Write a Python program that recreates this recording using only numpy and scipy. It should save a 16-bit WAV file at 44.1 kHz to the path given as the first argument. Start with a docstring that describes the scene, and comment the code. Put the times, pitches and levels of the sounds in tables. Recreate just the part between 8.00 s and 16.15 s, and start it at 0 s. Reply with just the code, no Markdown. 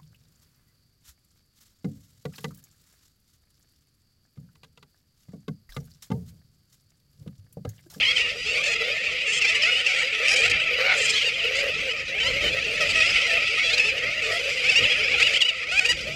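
"""A tern colony on an open beach. From the start, hundreds of birds blend into a shrill chorus, light wind
brushes the microphone, far hoots murmur and near terns give nasal, gliding 'wide-a-wake' cries.
From 0.5 s nearer hoots rise from the nesting ground; from 1.3 s birds wheel right overhead, calling in
bouts; at 2.8 s comes one harsh squawk. Each voice is a syrinx buzz shaped by throat resonances."""
import sys
import numpy as np
from scipy import signal
from scipy.fft import rfft, irfft, next_fast_len
from scipy.io import wavfile
from scipy.ndimage import uniform_filter1d

SR = 44100
rng = np.random.default_rng(int(sys.argv[2]) if len(sys.argv) > 2 else 0)


def wav_record(signal):
    """Record a signal, one row per channel, as 16-bit PCM in the file named by sys.argv[1]."""
    frames = np.transpose(np.atleast_2d(signal))
    bounded = np.clip(frames, -1, 1)
    # unit amplitude maps onto the largest positive 16-bit level
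    quanta = np.round(bounded * 32767).astype(np.int16)
    wavfile.write(sys.argv[1], SR, quanta)


N = 359415
TIME = np.arange(N) / SR

# tern throat heard from far off: f/Hz, gain/dB
DISTANT_THROAT = [(500, -16.5), (1000, -38), (1320, -7.5), (1600, -31.5), (1950, -2.5), (2550, 4.5),
                  (3100, -4.5), (3800, -13), (4900, -14.5), (6200, -20), (7400, -22.5), (9500, -36.5),
                  (12500, -43), (15000, -96)]
# band that a bird's treble lifts: f/Hz, share/0-1
TREBLE_SHARE = [(3000, 0.01), (4800, 0.68), (7800, 0.87), (10000, 0.88)]


def undb(db):
    """Decibels to gain."""
    return 10 ** (np.asarray(db) / 20)


def unit(x):
    """Scale to rms 1."""
    return x / np.sqrt(np.mean(x ** 2) + 1e-18)


def curves(table, t=TIME):
    """Each column of a timed table, interpolated at times t."""
    times_s, *columns = np.transpose(table)
    return [np.interp(t, times_s, column) for column in columns]


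def add(track, start_s, x):
    """Mix x into a track from start_s on."""
    i = int(start_s * SR)
    a, b = max(i, 0), min(i + len(x), N)
    if b > a:
        track[a:b] += x[a - i:b - i]


def walk(n, rate_hz):
    """Smooth random drift, spread near 1."""
    u = np.arange(n) * rate_hz / SR
    knots = int(u[-1]) + 2
    return 1.177 * np.interp(u, np.arange(knots), rng.standard_normal(knots))


def bump(hz, centre_hz, width_hz):
    """Resonance curve, 1 at its centre."""
    return 1 / (1 + (2 * (hz - centre_hz) / width_hz) ** 2)


def steady(x, span_s=.1):
    """Hold the slow level near rms 1, leaving the quick flicker."""
    power = np.maximum(uniform_filter1d(x ** 2, int(span_s * SR)), 0)
    return x / np.sqrt(power + np.mean(power) / 20)


def colour(x, shape, scale=1, ripple_db=0, extra_db=lambda hz: 0):
    """Filter by a shape (f/Hz, gain/dB), f times scale; ripple gives each throat its own peaks."""
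    n = next_fast_len(len(x) + 256, True)
    hz = np.arange(n // 2 + 1) * SR / n + 1
    knots_hz, knots_db = np.transpose(shape)
    ripple = np.interp(hz, np.linspace(0, SR / 2, 40), rng.standard_normal(40))
    ripple *= np.clip(hz / 3500, .5, 1.3)
    shape_db = np.interp(np.log(hz), np.log(knots_hz * scale), knots_db)
    gain = undb(shape_db + ripple_db * ripple + extra_db(hz))
    # resonances delay some harmonics, spreading each pulse over its cycle
    lag_s = .0012 * np.interp(hz, np.linspace(0, SR / 2, 30), rng.random(30))
    dispersion = np.exp(-2j * np.pi * np.cumsum(lag_s) * SR / n)
    return irfft(rfft(x, n) * gain * dispersion, n)[:len(x)]


def syrinx(length_s, pitches_hz, rough, fade_s=.005, jitter=.036, breathy=.18, wobble=.009):
    """One buzzing syllable on an arched glide; roughness shakes pulse period and size and adds breath."""
    n = int((max(length_s, .01) + fade_s) * SR)
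    u = np.linspace(0, 1, n)
    start, middle, end = pitches_hz
    glide_hz = start + (end - start) * u + (4 * middle - 2 * start - 2 * end) * u * (1 - u)
    pitch_hz = glide_hz * (1 + rough * jitter * walk(n, 450) + wobble * walk(n, 69.87))
    half_phase = np.pi * np.cumsum(pitch_hz) / SR
    harmonics = int(SR / 3 / middle)
    pulses = np.sin((2 * harmonics + 1) * half_phase) / np.sin(half_phase) - 1
    flutter = 1 + rough * .6 * walk(n, 700)
    breath = rough * breathy * rng.standard_normal(n) * (1 + np.cos(2 * half_phase))
    envelope = signal.windows.tukey(n, min(2 * fade_s * SR / n, 1)) * (1 - .5 * u ** 4)
    voice = (unit(pulses) * flutter + breath) * envelope
    return np.pad(voice, (0, SR // 250))  # time for the throat to ring out


def flock(count=300, pitch_spread=.14, throat_spread=.058, distance_db=2.6, stutter_db=3):
    """Many birds vary one three-part cry, each with its own pitch, pace, throat and distance."""
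    # cry before each bird's stretch and shift: t/s, length/s, start f/Hz, middle f/Hz, end f/Hz, level/dB
    phrase = [(0, 0.089, 657.7, 736.2, 912.4, 6), (0.129, 0.085, 999.4, 872, 781.5, 2.5),
              (0.191, 0.11, 808.2, 838, 828.7, 3)]
    out = np.zeros(N)
    for k, (pitch, pace, throat, near) in enumerate(rng.standard_normal((count, 4))):
        begin_s = (k + rng.random()) / count * (N / SR + .3) - .3
        stretch = .85 * np.exp(.25 * pace)
        for offset_s, length_s, *pitches_hz, db in phrase:
            own_hz = np.array(pitches_hz) * np.exp(pitch_spread * pitch + .07 * rng.standard_normal(3))
            buzz = syrinx(length_s * stretch * .75, own_hz, rough=.3, wobble=.018)
            cry = colour(buzz, DISTANT_THROAT, np.exp(throat_spread * throat), ripple_db=4)
            level_db = db + distance_db * np.clip(near, -2, .4) + stutter_db * walk(len(cry), 80)
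            add(out, begin_s + offset_s * stretch, unit(cry) * undb(level_db))
    return out


def churrs(count=45, pitch_hz=638, pitch_spread=.018, length_s=.13, distance_db=3):
    """Other birds of the crowd hold low, flat, nasal notes near one pitch."""
    out = np.zeros(N)
    for k, (pitch, slide, span, near) in enumerate(rng.standard_normal((count, 4))):
        own_hz = pitch_hz * np.exp(pitch_spread * (pitch + slide * np.array([-1, 0, 1])))
        buzz = syrinx(length_s * np.exp(span / 4), own_hz, rough=.41, fade_s=.02)
        note = colour(buzz, DISTANT_THROAT, ripple_db=3)
        start_s = (k + rng.random()) / count * N / SR - length_s
        add(out, start_s, unit(note) * undb(distance_db * np.clip(near, -2, 1)))
    return out


def chorus(body_gain_db=-.3, treble_gain_db=8.5, churr_db=3, blur_db=-11, split_hz=3800):
    """Flock and churrs over a blur of the farthest birds; swells and brightens as birds come closer."""
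    # colony activity, before the gains: t/s, body level/dB, treble level/dB
    activity = [(0.0, -21.5, -34), (0.11, -25.5, -35.5), (0.27, -24, -35.5), (0.36, -35.5, -43),
                (0.5, -26, -37), (0.66, -24, -39), (1.11, -26, -41), (1.56, -23, -37), (1.85, -24.5, -39),
                (2.15, -24, -39.5), (2.45, -21.5, -42), (2.72, -22, -44), (3.11, -24, -27),
                (3.3, -27.5, -41.5), (3.6, -23.5, -40.5), (4.15, -31, -44.5), (4.34, -24, -38),
                (4.79, -26, -37.5), (5.01, -22, -32), (5.33, -21.5, -37), (5.74, -24, -33.5),
                (5.9, -26.5, -43.5), (6.58, -26, -34), (6.81, -22.5, -35), (7.0, -21.5, -36),
                (7.33, -23, -34.5), (7.42, -29.5, -45), (7.64, -28, -42.5), (8.15, -32.5, -40)]
    # narrow resonances through the whole chorus: f/Hz, width/Hz, gain/dB
    rings = [(1960, 14, -1.5), (2490, 46, 0.5), (4850, 58, 10.5)]
    body_db, treble_db = curves(activity)
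    blur = undb(blur_db) * unit(colour(rng.standard_normal(N), DISTANT_THROAT))
    voices = steady(flock() + undb(churr_db) * churrs()) + blur
    for hz, width_hz, db in rings:
        ring = signal.lfilter(*signal.iirpeak(hz, hz / width_hz, fs=SR), voices)
        voices += (undb(db) - 1) * ring
    treble = signal.sosfiltfilt(signal.butter(2, split_hz, "high", fs=SR, output="sos"), voices)
    return (voices - treble) * undb(body_db + body_gain_db) + treble * undb(treble_db + treble_gain_db)


def wind(gain_db=-2.5, gust_db=2):
    """A light breeze rumbles unevenly on the microphone."""
    # rumble spectrum: f/Hz, relative density/dB
    spectrum = [(15, -25), (45, 3.5), (100, 2), (130, -2), (152, 3), (185, -5.5), (330, -7), (700, -18.5),
                (2000, -34), (12000, -75)]
    # breeze strength: t/s, level/dB
    breeze = [(0.0, -44), (0.45, -48), (2.31, -54.5), (2.52, -38), (2.63, -47), (3.33, -49), (3.81, -42),
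              (4.02, -49), (4.45, -36), (4.74, -45.5), (4.9, -37.5), (5.2, -45.5), (6.76, -45.5),
              (6.83, -35.5), (6.88, -47), (7.15, -40.5), (7.47, -53.5), (7.88, -48), (7.94, -38),
              (8.15, -39)]
    rumble = unit(colour(rng.standard_normal(N), spectrum))
    return rumble * undb(curves(breeze)[0] + gain_db + gust_db * walk(N, 13))


def hoots(far_count=150, arch=.02045, swell_db=3):
    """Low, hoarse calls from the nesting ground, mostly rising: near ones swell over many far ones."""
    # near hoots: t/s, length/s, start f/Hz, end f/Hz, level/dB
    calls = [(.55, 0.099, 464, 542, -41), (0.801, .12, 422, 568, -35.5), (0.898, .09, 541, 673, -44),
             (1.11, 0.056, 443, 547, -42.5), (1.669, 0.098, 439, 538, -41.5), (2.192, 0.084, 432, 550, -37),
             (2.33, 0.074, 490, 533, -35), (2.4, .11, 451, 501, -38.5), (2.689, 0.077, 439, 504, -36.5),
             (2.783, .1, 478, 576, -32), (2.948, 0.07, 603, 489, -35), (3.23, 0.06, 444, 553, -39.5),
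             (3.432, 0.11, 442.4, 553, -34.5), (3.542, 0.13, 506, 604, -33.5),
             (3.661, 0.043, 599, 448, -34.5), (3.821, 0.074, 572, 506, -38.5),
             (4.24, 0.079, 544, 477, -35.5), (4.331, 0.17, 528, 607, -35.5),
             (4.5, 0.077, 486, 544.4, -36.5), (4.66, 0.087, 401, 471, -38.5), (4.768, .11, 590, 564, -34.5),
             (5.277, 0.113, 640, 673, -35.5), (5.699, 0.12, 423, 547, -40.5),
             (5.919, 0.069, 512, 602, -39.5), (6.028, 0.088, 502, 580, -41), (6.249, .13, 577, 692, -36.5),
             (6.38, .14, 441.4, 586, -37), (6.788, .07, 444, 548, -37), (7.08, 0.067, 470, 519, -39.5),
             (7.19, 0.058, 438, 506, -39), (7.298, 0.084, 530, 567, -41), (7.849, 0.064, 450, 513, -39),
             (8.061, 0.093, 571, 672, -40)]
    # hooting throat: f/Hz, gain/dB
    throat = [(330, -25), (420, 3.5), (540, 1), (700, -3), (1000, -32), (1320, -8.5), (1600, -12),
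              (1900, -14), (2600, -95), (4000, -16), (9000, -35.5)]
    # murmur of far hoots: t/s, level/dB
    murmur = [(0.0, -45.5), (0.7, -39.5), (1.05, -46), (1.79, -43.5), (2.45, -40.5), (3.15, -42.5),
              (4.4, -41.5), (5.5, -41), (7.1, -38.5), (7.55, -47), (8.15, -43)]
    near, far = np.zeros(N), np.zeros(N)
    for start_s, length_s, start_hz, end_hz, db in calls:
        pitches_hz = start_hz, (start_hz + end_hz) / 2 * (1 + arch), end_hz
        buzz = syrinx(length_s, pitches_hz, rough=1, fade_s=.015, jitter=.025, wobble=.018)
        hoot = colour(buzz, throat, ripple_db=2)
        push_db = np.interp(np.linspace(0, 1, len(hoot)), [0, .7, 1], [-4, 0, -1])
        hoot *= undb(push_db + swell_db * walk(len(hoot), 74.6))
        add(near, start_s - .007, unit(hoot) * undb(db))
    for k, (when, pitch, span, rise) in enumerate(rng.random((far_count, 4))):
        pitches_hz = (440 + 190 * pitch) * (1 + (.3 * rise - .12) * np.array([-1, 0, 1]))
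        buzz = syrinx(.04 + .07 * span, pitches_hz, rough=1, fade_s=.02, wobble=.035)
        add(far, (k + when) / far_count * N / SR - .1, buzz)
    return near + unit(colour(far, throat)) * undb(curves(murmur)[0])


def near_terns(gain_db=1.13, bill_db=11, rise_db=5, quaver_db=1.8, pivot_hz=788):
    """Close birds: each harmonic flares as it glides through the bill resonance."""
    # syllables: t/s, length/s, pitch/Hz, glide/octaves, level/dB, bill resonance/Hz, treble/dB
    syllables = [(.01, 0.033, 959, 0.51, -24, 3240, -16), (0.047, 0.076, 1069, 0.21, -24, 3220, -1.5),
                 (0.156, 0.042, 944, -0.65, -25.5, 3100, 1), (0.195, 0.082, 943, 0.1, -28.5, 2530, -13),
                 (0.451, 0.09, 900, 0.2, -31, 2900, 5.5), (0.546, 0.07, 1200, 0.27, -30, 2400, 7),
                 (0.636, 0.11, 870, -0.13, -29.5, 2250, 5.5), (1.051, 0.031, 808, 0.44, -31, 2490, -1),
                 (1.487, 0.06, 653, 0.19, -27.5, 2420, 7), (1.547, 0.034, 1000, 0.14, -27, 2790, 5),
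                 (1.631, 0.072, 666, 0.28, -23.5, 2380, -2), (1.706, 0.11, 727, 0.12, -25.5, 2900, 5),
                 (1.958, 0.076, 736, 0.71, -27, 2100, 1.5), (2.227, 0.076, 596, 0.24, -26.5, 2330, 3),
                 (2.28, 0.07, 767, 0.43, -23.5, 2630, 10), (2.358, 0.056, 800, 0.0048, -24, 2660, 6.5),
                 (2.416, 0.072, 701, 0.5, -23, 2570, 6), (2.497, 0.025, 896, -0.65, -25.5, 2420, 13.5),
                 (2.528, 0.064, 789, -0.025, -27.5, 2360, -3), (3.552, 0.065, 720, 0.37, -33, 3550, 10.5),
                 (3.865, 0.06, 954, 0.27, -32.5, 2950, -1), (4.12, 0.087, 794, 0.55, -30, 2140, -18),
                 (4.201, 0.034, 769, -0.031, -26.5, 3020, -1), (4.23, 0.073, 1020, 0.24, -27, 3050, -1),
                 (4.416, 0.093, 615, 0, -30, 2960, 4.5), (4.803, 0.042, 621, -0.13, -25, 2380, 5.5),
                 (4.892, 0.03, 900, 0.43, -27.5, 2520, 8), (4.951, 0.11, 641.5, 0.064, -22, 2300, -1.5),
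                 (5.007, 0.054, 670, -0.11, -34, 3270, -4), (5.059, 0.054, 754, 0.47, -28, 2870, 0),
                 (5.134, 0.088, 674, -0.06, -31.5, 2470, 1), (5.157, 0.018, 772, 0.049, -23, 2340, -10),
                 (5.211, 0.028, 830, 0.76, -31.5, 3200, 3), (5.263, 0.084, 814, -0.055, -31, 2380, 7),
                 (5.325, 0.074, 668, 0.063, -28.5, 2530, -22), (5.577, 0.065, 747, 0.18, -27.5, 2280, -6),
                 (6.013, 0.088, 654, 0.19, -30.5, 1970, -26.5),
                 (6.219, 0.061, 620, -0.15, -29.5, 2600, 6.5), (6.314, 0.051, 634, 0.072, -29.5, 1887, 8),
                 (6.825, 0.048, 937, -0.7, -22.5, 2730, -4), (6.898, 0.037, 823, 0.037, -25, 3100, -6),
                 (7.045, 0.042, 814, 0.13, -31, 2410, -12), (7.14, 0.02, 818, -0.15, -23.5, 2480, -20),
                 (7.333, 0.046, 866, 1, -23.5, 3080, 1)]
    # throat without the bill resonance: f/Hz, gain/dB
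    throat = [(450, -3.5), (750, -14), (1100, -20), (1450, -11.5), (1900, -1), (2550, 2), (3100, -1.5),
              (3800, -7.5), (4900, -8.5), (6200, -16), (7600, -18), (9800, -32.5), (12500, -43.5),
              (15000, -59)]
    # nasal resonance against pitch: pitch/Hz, gain/dB
    nasality = [(620, 12), (750, -2), (850, -56), (1000, -14)]
    out = np.zeros(N)
    for start_s, length_s, pitch_hz, glide_oct, db, bill_hz, treble_db in syllables:
        fade_s = .1 * length_s
        height_oct = np.log2(pitch_hz / pivot_hz)
        arch_oct = .157 * height_oct  # high syllables arch, low ones sag
        pitches_hz = pitch_hz * 2 ** np.array([-glide_oct / 2 - arch_oct, 0, glide_oct / 2 - arch_oct])
        # shrill or steep syllables are harsher, high ones purer
        rough = np.clip(.26 + .013 * max(treble_db, 0) + .42 * abs(glide_oct) - .36 * height_oct, 0, 1)
        buzz = syrinx(length_s, pitches_hz, rough, fade_s, wobble=.016)
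        buzz *= undb(rise_db * glide_oct * np.linspace(-1, 1, len(buzz)))  # pressed harder when high
        buzz *= undb(quaver_db * walk(len(buzz), 100))
        nasal_db = np.interp(pitch_hz, *np.transpose(nasality))

        def timbre_db(hz):
            return (bill_db * bump(hz, bill_hz, width_hz=550)
                    + nasal_db * bump(hz, centre_hz=1340, width_hz=300)
                    + treble_db * np.interp(hz, *np.transpose(TREBLE_SHARE)))

        cry = colour(buzz, throat, ripple_db=3, extra_db=timbre_db)
        add(out, start_s - fade_s / 2, undb(db + gain_db) * unit(ground_echo(cry)))
    return out


def ground_echo(x, share=.45, max_lag_s=.004, doppler=.012):
    """Sand returns a flying bird's cry late and off pitch, so each harmonic beats at its own rate."""
    i = np.arange(len(x) + int(2 * max_lag_s * SR))
    speed = 1 + doppler * rng.uniform(-1.106, 1)
    lag_s = max_lag_s * rng.uniform(.485, 1)
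    echo = np.interp(i * speed - lag_s * SR, np.arange(len(x)), x, left=0, right=0)
    return np.pad(x, (0, len(i) - len(x))) + share * echo


def beach_scatter(x, scatter_db=-19, decay_s=.031):
    """Open ground gives back only a short, weak scatter."""
    t = np.arange(SR // 4) / SR
    tail = rng.standard_normal(len(t)) * np.exp(-t / decay_s) * (t > .004)
    return x + undb(scatter_db) * signal.fftconvolve(x, tail / np.linalg.norm(tail))[:N]


def overhead_terns(bill_db=10, harsh_db=7, jitter=.045, wobble=.006, rasp=.45):
    """Clean nasal harmonics slide through a moving bill resonance and crack into a bright rasp."""
    # per cry: upper throat resonance (f/Hz, width/Hz, gain/dB),
    # then a curve (t/s, pitch/Hz, level/dB, bill resonance/Hz, roughness/0-1)
    cries = [ ((7500, 5300, 19), [(1.265, 915, -34, 2700, .2), (1.28, 915, -27, 2700, .1),
             (1.305, 885, -25.5, 2605, 0.2), (1.325, 922, -29, 2900, .4), (1.335, 1035, -24, 3000, 0.4),
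             (1.355, 1110, -29, 3200, 0.42), (1.368, 1003, -29, 2900, .5), (1.385, 1060, -24, 3000, 0.4),
             (1.398, 1080, -38, 3000, .4)]), ((5600, 920, 11), [(1.413, 922, -25, 2700, 0.74),
             (1.425, 891, -18, 2650, 0.65), (1.44, 858, -25, 2550, .6), (1.452, 781, -17, 2390, 0.1),
             (1.465, 833, -30, 3300, 0.33), (1.485, 905, -23, 3520, 0.2), (1.51, 875, -26, 2600, 0.4),
             (1.528, 820, -32, 2450, .4)]), ((5200, 590, 14.4), [(1.613, 1067, -44, 3200, .5),
             (1.624, 1053, -21.5, 3340, 0.42), (1.636, 998, -21, 2850, 0.43), (1.655, 820, -25, 2450, 0.2),
             (1.67, 790, -29, 2400, .5)]), ((5700, 920, 8), [(1.858, 920, -32, 2750, 0.57),
             (1.865, 913, -17, 2740, 0.53), (1.878, 891, -21, 2680, 0.54), (1.886, 820, -22.5, 2450, 0.4),
             (1.9, 747, -24, 2230, 0.3), (1.914, 740, -23, 2230, 0.17), (1.93, 768, -31, 2400, .4),
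             (1.95, 828, -25, 3100, 0.2), (1.958, 806, -32, 2600, .5)]), ((7650, 4700, 26),
             [(2.96, 793, -38, 2400, .2), (2.985, 806, -25, 2500, .1), (3.003, 820, -36, 2500, 0.37),
             (3.018, 895, -25, 2700, 0.36), (3.04, 955, -29, 2900, 0.2), (3.06, 1050, -22.5, 3130, 0.5),
             (3.072, 1075, -44, 3250, .1)]), ((8100, 3800, 19), [(3.09, 1090, -40, 3300, .3),
             (3.098, 1070, -22, 5400, 0.5), (3.108, 1040, -23.5, 5200, 0.4), (3.122, 940, -39, 4600, .5)]),
             ((4000, 920, 7), [(3.07, 1075, -33, 3230, 0), (3.09, 1110, -27, 3330, 0),
             (3.113, 1150, -37, 3400, .3), (3.128, 885, -33, 3500, 0.65), (3.14, 1016, -25, 4000, 0.46),
             (3.152, 1033, -26, 3100, 0.88), (3.166, 1120, -22.5, 3350, 0.42),
             (3.186, 1089, -24, 3230, 0.54), (3.203, 920, -30, 2800, 1), (3.224, 1070, -24, 3200, 0.56),
             (3.238, 890, -26, 2740, 1), (3.268, 957, -21.5, 3030, .4), (3.292, 905, -24, 3070, .4),
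             (3.312, 789, -32, 2400, .5)]), ((3600, 1100, 9.9), [(3.322, 817, -35, 2450, .5),
             (3.346, 1080, -29, 3240, 0.33), (3.37, 950, -44, 2910, .8), (3.393, 1080, -27, 3240, .3),
             (3.412, 887, -26, 2700, .35), (3.425, 896, -29, 2700, 0.76), (3.442, 1010, -24.5, 3000, .4),
             (3.457, 930, -35, 2800, .8), (3.468, 990, -24, 2950, .35), (3.495, 786, -27, 2400, .4)]),
             ((4050, 1200, 9.3), [(5.625, 666, -34, 3180, 0.1), (5.645, 678, -23, 3370, 0.2),
             (5.668, 677, -23, 3400, .05), (5.688, 638, -25, 2600, .15), (5.702, 685, -25, 3400, .3),
             (5.72, 728, -27.5, 3600, 0.4), (5.735, 795, -22.5, 4140, .5), (5.749, 828, -22.5, 4270, .5),
             (5.759, 835, -42, 3600, .5)]), ((5100, 560, 6.6), [(5.775, 932, -34, 3672, .5),
             (5.782, 956, -19.5, 3870, 0.4), (5.793, 884, -24, 2580, 0.46), (5.801, 856, -11.5, 2560, 0.06),
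             (5.81, 882, -21, 2600, 0.5), (5.825, 841, -22.5, 2520, .1), (5.846, 858, -19.5, 2560, 0.2),
             (5.868, 897, -27, 3460, .3), (5.89, 856, -21, 2500, .7), (5.905, 835, -23, 2500, 0.8),
             (5.917, 790, -35, 2500, 0.3)]), ((5500, 290, 13), [(6.638, 696, -25, 2150, 0.2),
             (6.65, 742, -25, 2227, 0.21), (6.675, 800, -26, 2450, 0.1), (6.7, 907, -12, 2730, 0),
             (6.712, 834, -27, 2600, 0.5), (6.73, 736, -21, 3030, 0.05), (6.75, 790, -30, 2610, 0.6),
             (6.76, 888, -13.5, 2680, 0.34), (6.775, 937, -16, 2790, 0.2), (6.793, 965, -17, 2880, 0.3),
             (6.803, 904, -28, 2700, 0.52)]), ((3700, 700, 8.3), [(7.198, 720, -23, 2420, 0.85),
             (7.204, 745, -20.5, 2450, 0.5), (7.218, 806, -21, 2610, 0.57), (7.229, 879, -12.5, 2738, .6),
             (7.241, 960, -23, 2900, 0.3), (7.258, 986, -24, 3000, 0.06), (7.272, 976, -16, 2900, 0.3),
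             (7.287, 870, -25, 2600, 0.5)]), ((3630, 820, 9), [(7.402, 1130, -29, 3400, 0.7),
             (7.412, 1095, -19, 3300, 0.6), (7.418, 1030, -19, 3600, .6), (7.423, 983, -10.5, 2950, 0.3),
             (7.431, 927, -22, 2870, 0.8), (7.445, 942, -25, 2880, 0.3), (7.456, 982, -18.5, 2920, 0),
             (7.478, 987, -32, 3000, 0.1), (7.491, 991, -15, 2940, 0), (7.512, 840, -31, 2700, 0.8)]),
             ((8500, 520, 3), [(7.71, 590, -26, 1800, 0.1), (7.724, 711, -25, 1550, 0.02),
             (7.76, 782, -27, 1850, 0), (7.78, 828, -16.5, 2530, 0.27), (7.79, 854, -17.5, 2480, 0.4),
             (7.796, 821, -10.5, 2500, 0.4), (7.803, 764, -31, 2340, 0.5), (7.812, 734, -26, 1700, 0.14),
             (7.843, 755, -31, 1800, 0.18), (7.853, 825, -18, 2450, .6), (7.862, 965, -18, 2450, .6),
             (7.883, 895, -35, 2290, 0.84), (7.893, 953, -17.5, 2050, 0.1), (7.906, 959, -17.5, 2180, 0),
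             (7.919, 964, -18, 1970, 0.44), (7.936, 690, -37, 1900, .8)])]
    # throat without the bill resonance: f/Hz, gain/dB
    throat = [(450, -9), (750, -12), (1000, -25), (1450, -8.5), (1900, -9), (2550, 5), (3100, -2),
              (3900, -12), (4800, -5.5), (5600, -15), (7300, -14.5), (9500, -29.5), (12500, -37.5),
              (15000, -60)]
    throat_hz, throat_db = np.transpose(throat)
    harmonic = np.arange(1, 17)[:, None]
    out = np.zeros(N)
    for (upper_hz, upper_width_hz, upper_db), cry in cries:
        t = np.arange(cry[0][0], cry[-1][0], 1 / SR)
        n = len(t)
        pitch_hz, db, bill_hz, rough = curves(cry, t)
        shaken_hz = pitch_hz * (1 + jitter * rough * walk(n, 700) + wobble * walk(n, 150))
        phase = 2 * np.pi * np.cumsum(shaken_hz) / SR
        hz = harmonic * pitch_hz
        treble_db = harsh_db * rough + .26 * (db + 20)  # brighter when rough or loud
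        gains = undb(np.interp(np.log(hz), np.log(throat_hz), throat_db)
                     + bill_db * bump(hz, bill_hz, width_hz=600)
                     + upper_db * bump(hz, upper_hz, upper_width_hz)
                     + treble_db * np.interp(hz, *np.transpose(TREBLE_SHARE)))
        partials = gains * np.sin(harmonic * phase + 2 * np.pi * rng.random(harmonic.shape))
        voice = partials.sum(axis=0) / np.sqrt(np.sum(gains ** 2, axis=0) / 2)
        flutter = 1 + rasp * rough * walk(n, 900)
        add(out, t[0], voice * flutter * undb(db) * signal.windows.tukey(n, .04))
    return out


def squawk(start_s=2.78, peak_s=2.925, end_s=3.0, level_db=-25):
    """One hoarse bird: ragged pulses ring a wide throat, swell and die away."""
    # throat resonances: f/Hz, width/Hz, gain/dB
    resonances = [(684, 570, 1), (1350, 310, 9.5), (2193, 770, 13.5), (2480, 180, 1), (4060, 450, 4.5)]
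    length_s = end_s - start_s
    buzz, cry = np.zeros(N), np.zeros(N)
    add(buzz, start_s, syrinx(length_s, pitches_hz=(560, 760, 600), rough=1, jitter=.075, breathy=.15))
    for hz, width_hz, db in resonances:
        band = signal.butter(3, [hz - width_hz / 2, hz + width_hz / 2], "band", fs=SR, output="sos")
        cry += undb(db) * signal.sosfilt(band, buzz)
    cry *= undb(np.interp(TIME, [start_s, peak_s, end_s], [-13, 0, -20]))
    return unit(cry) * np.sqrt(length_s * SR / N) * undb(level_db)


def scene():
    """All the birds in open air, with the breeze; mono."""
    close_birds = beach_scatter(overhead_terns() + near_terns() + squawk())
    return (close_birds + chorus() + hoots() + wind())[None]


def record(dry, top_hz=14400):
    """The recorder cuts the top with a steep low-pass."""
    return signal.sosfilt(signal.ellip(8, .2, 70, top_hz, fs=SR, output="sos"), dry)


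dry = scene()
out = record(dry)
wav_record(out)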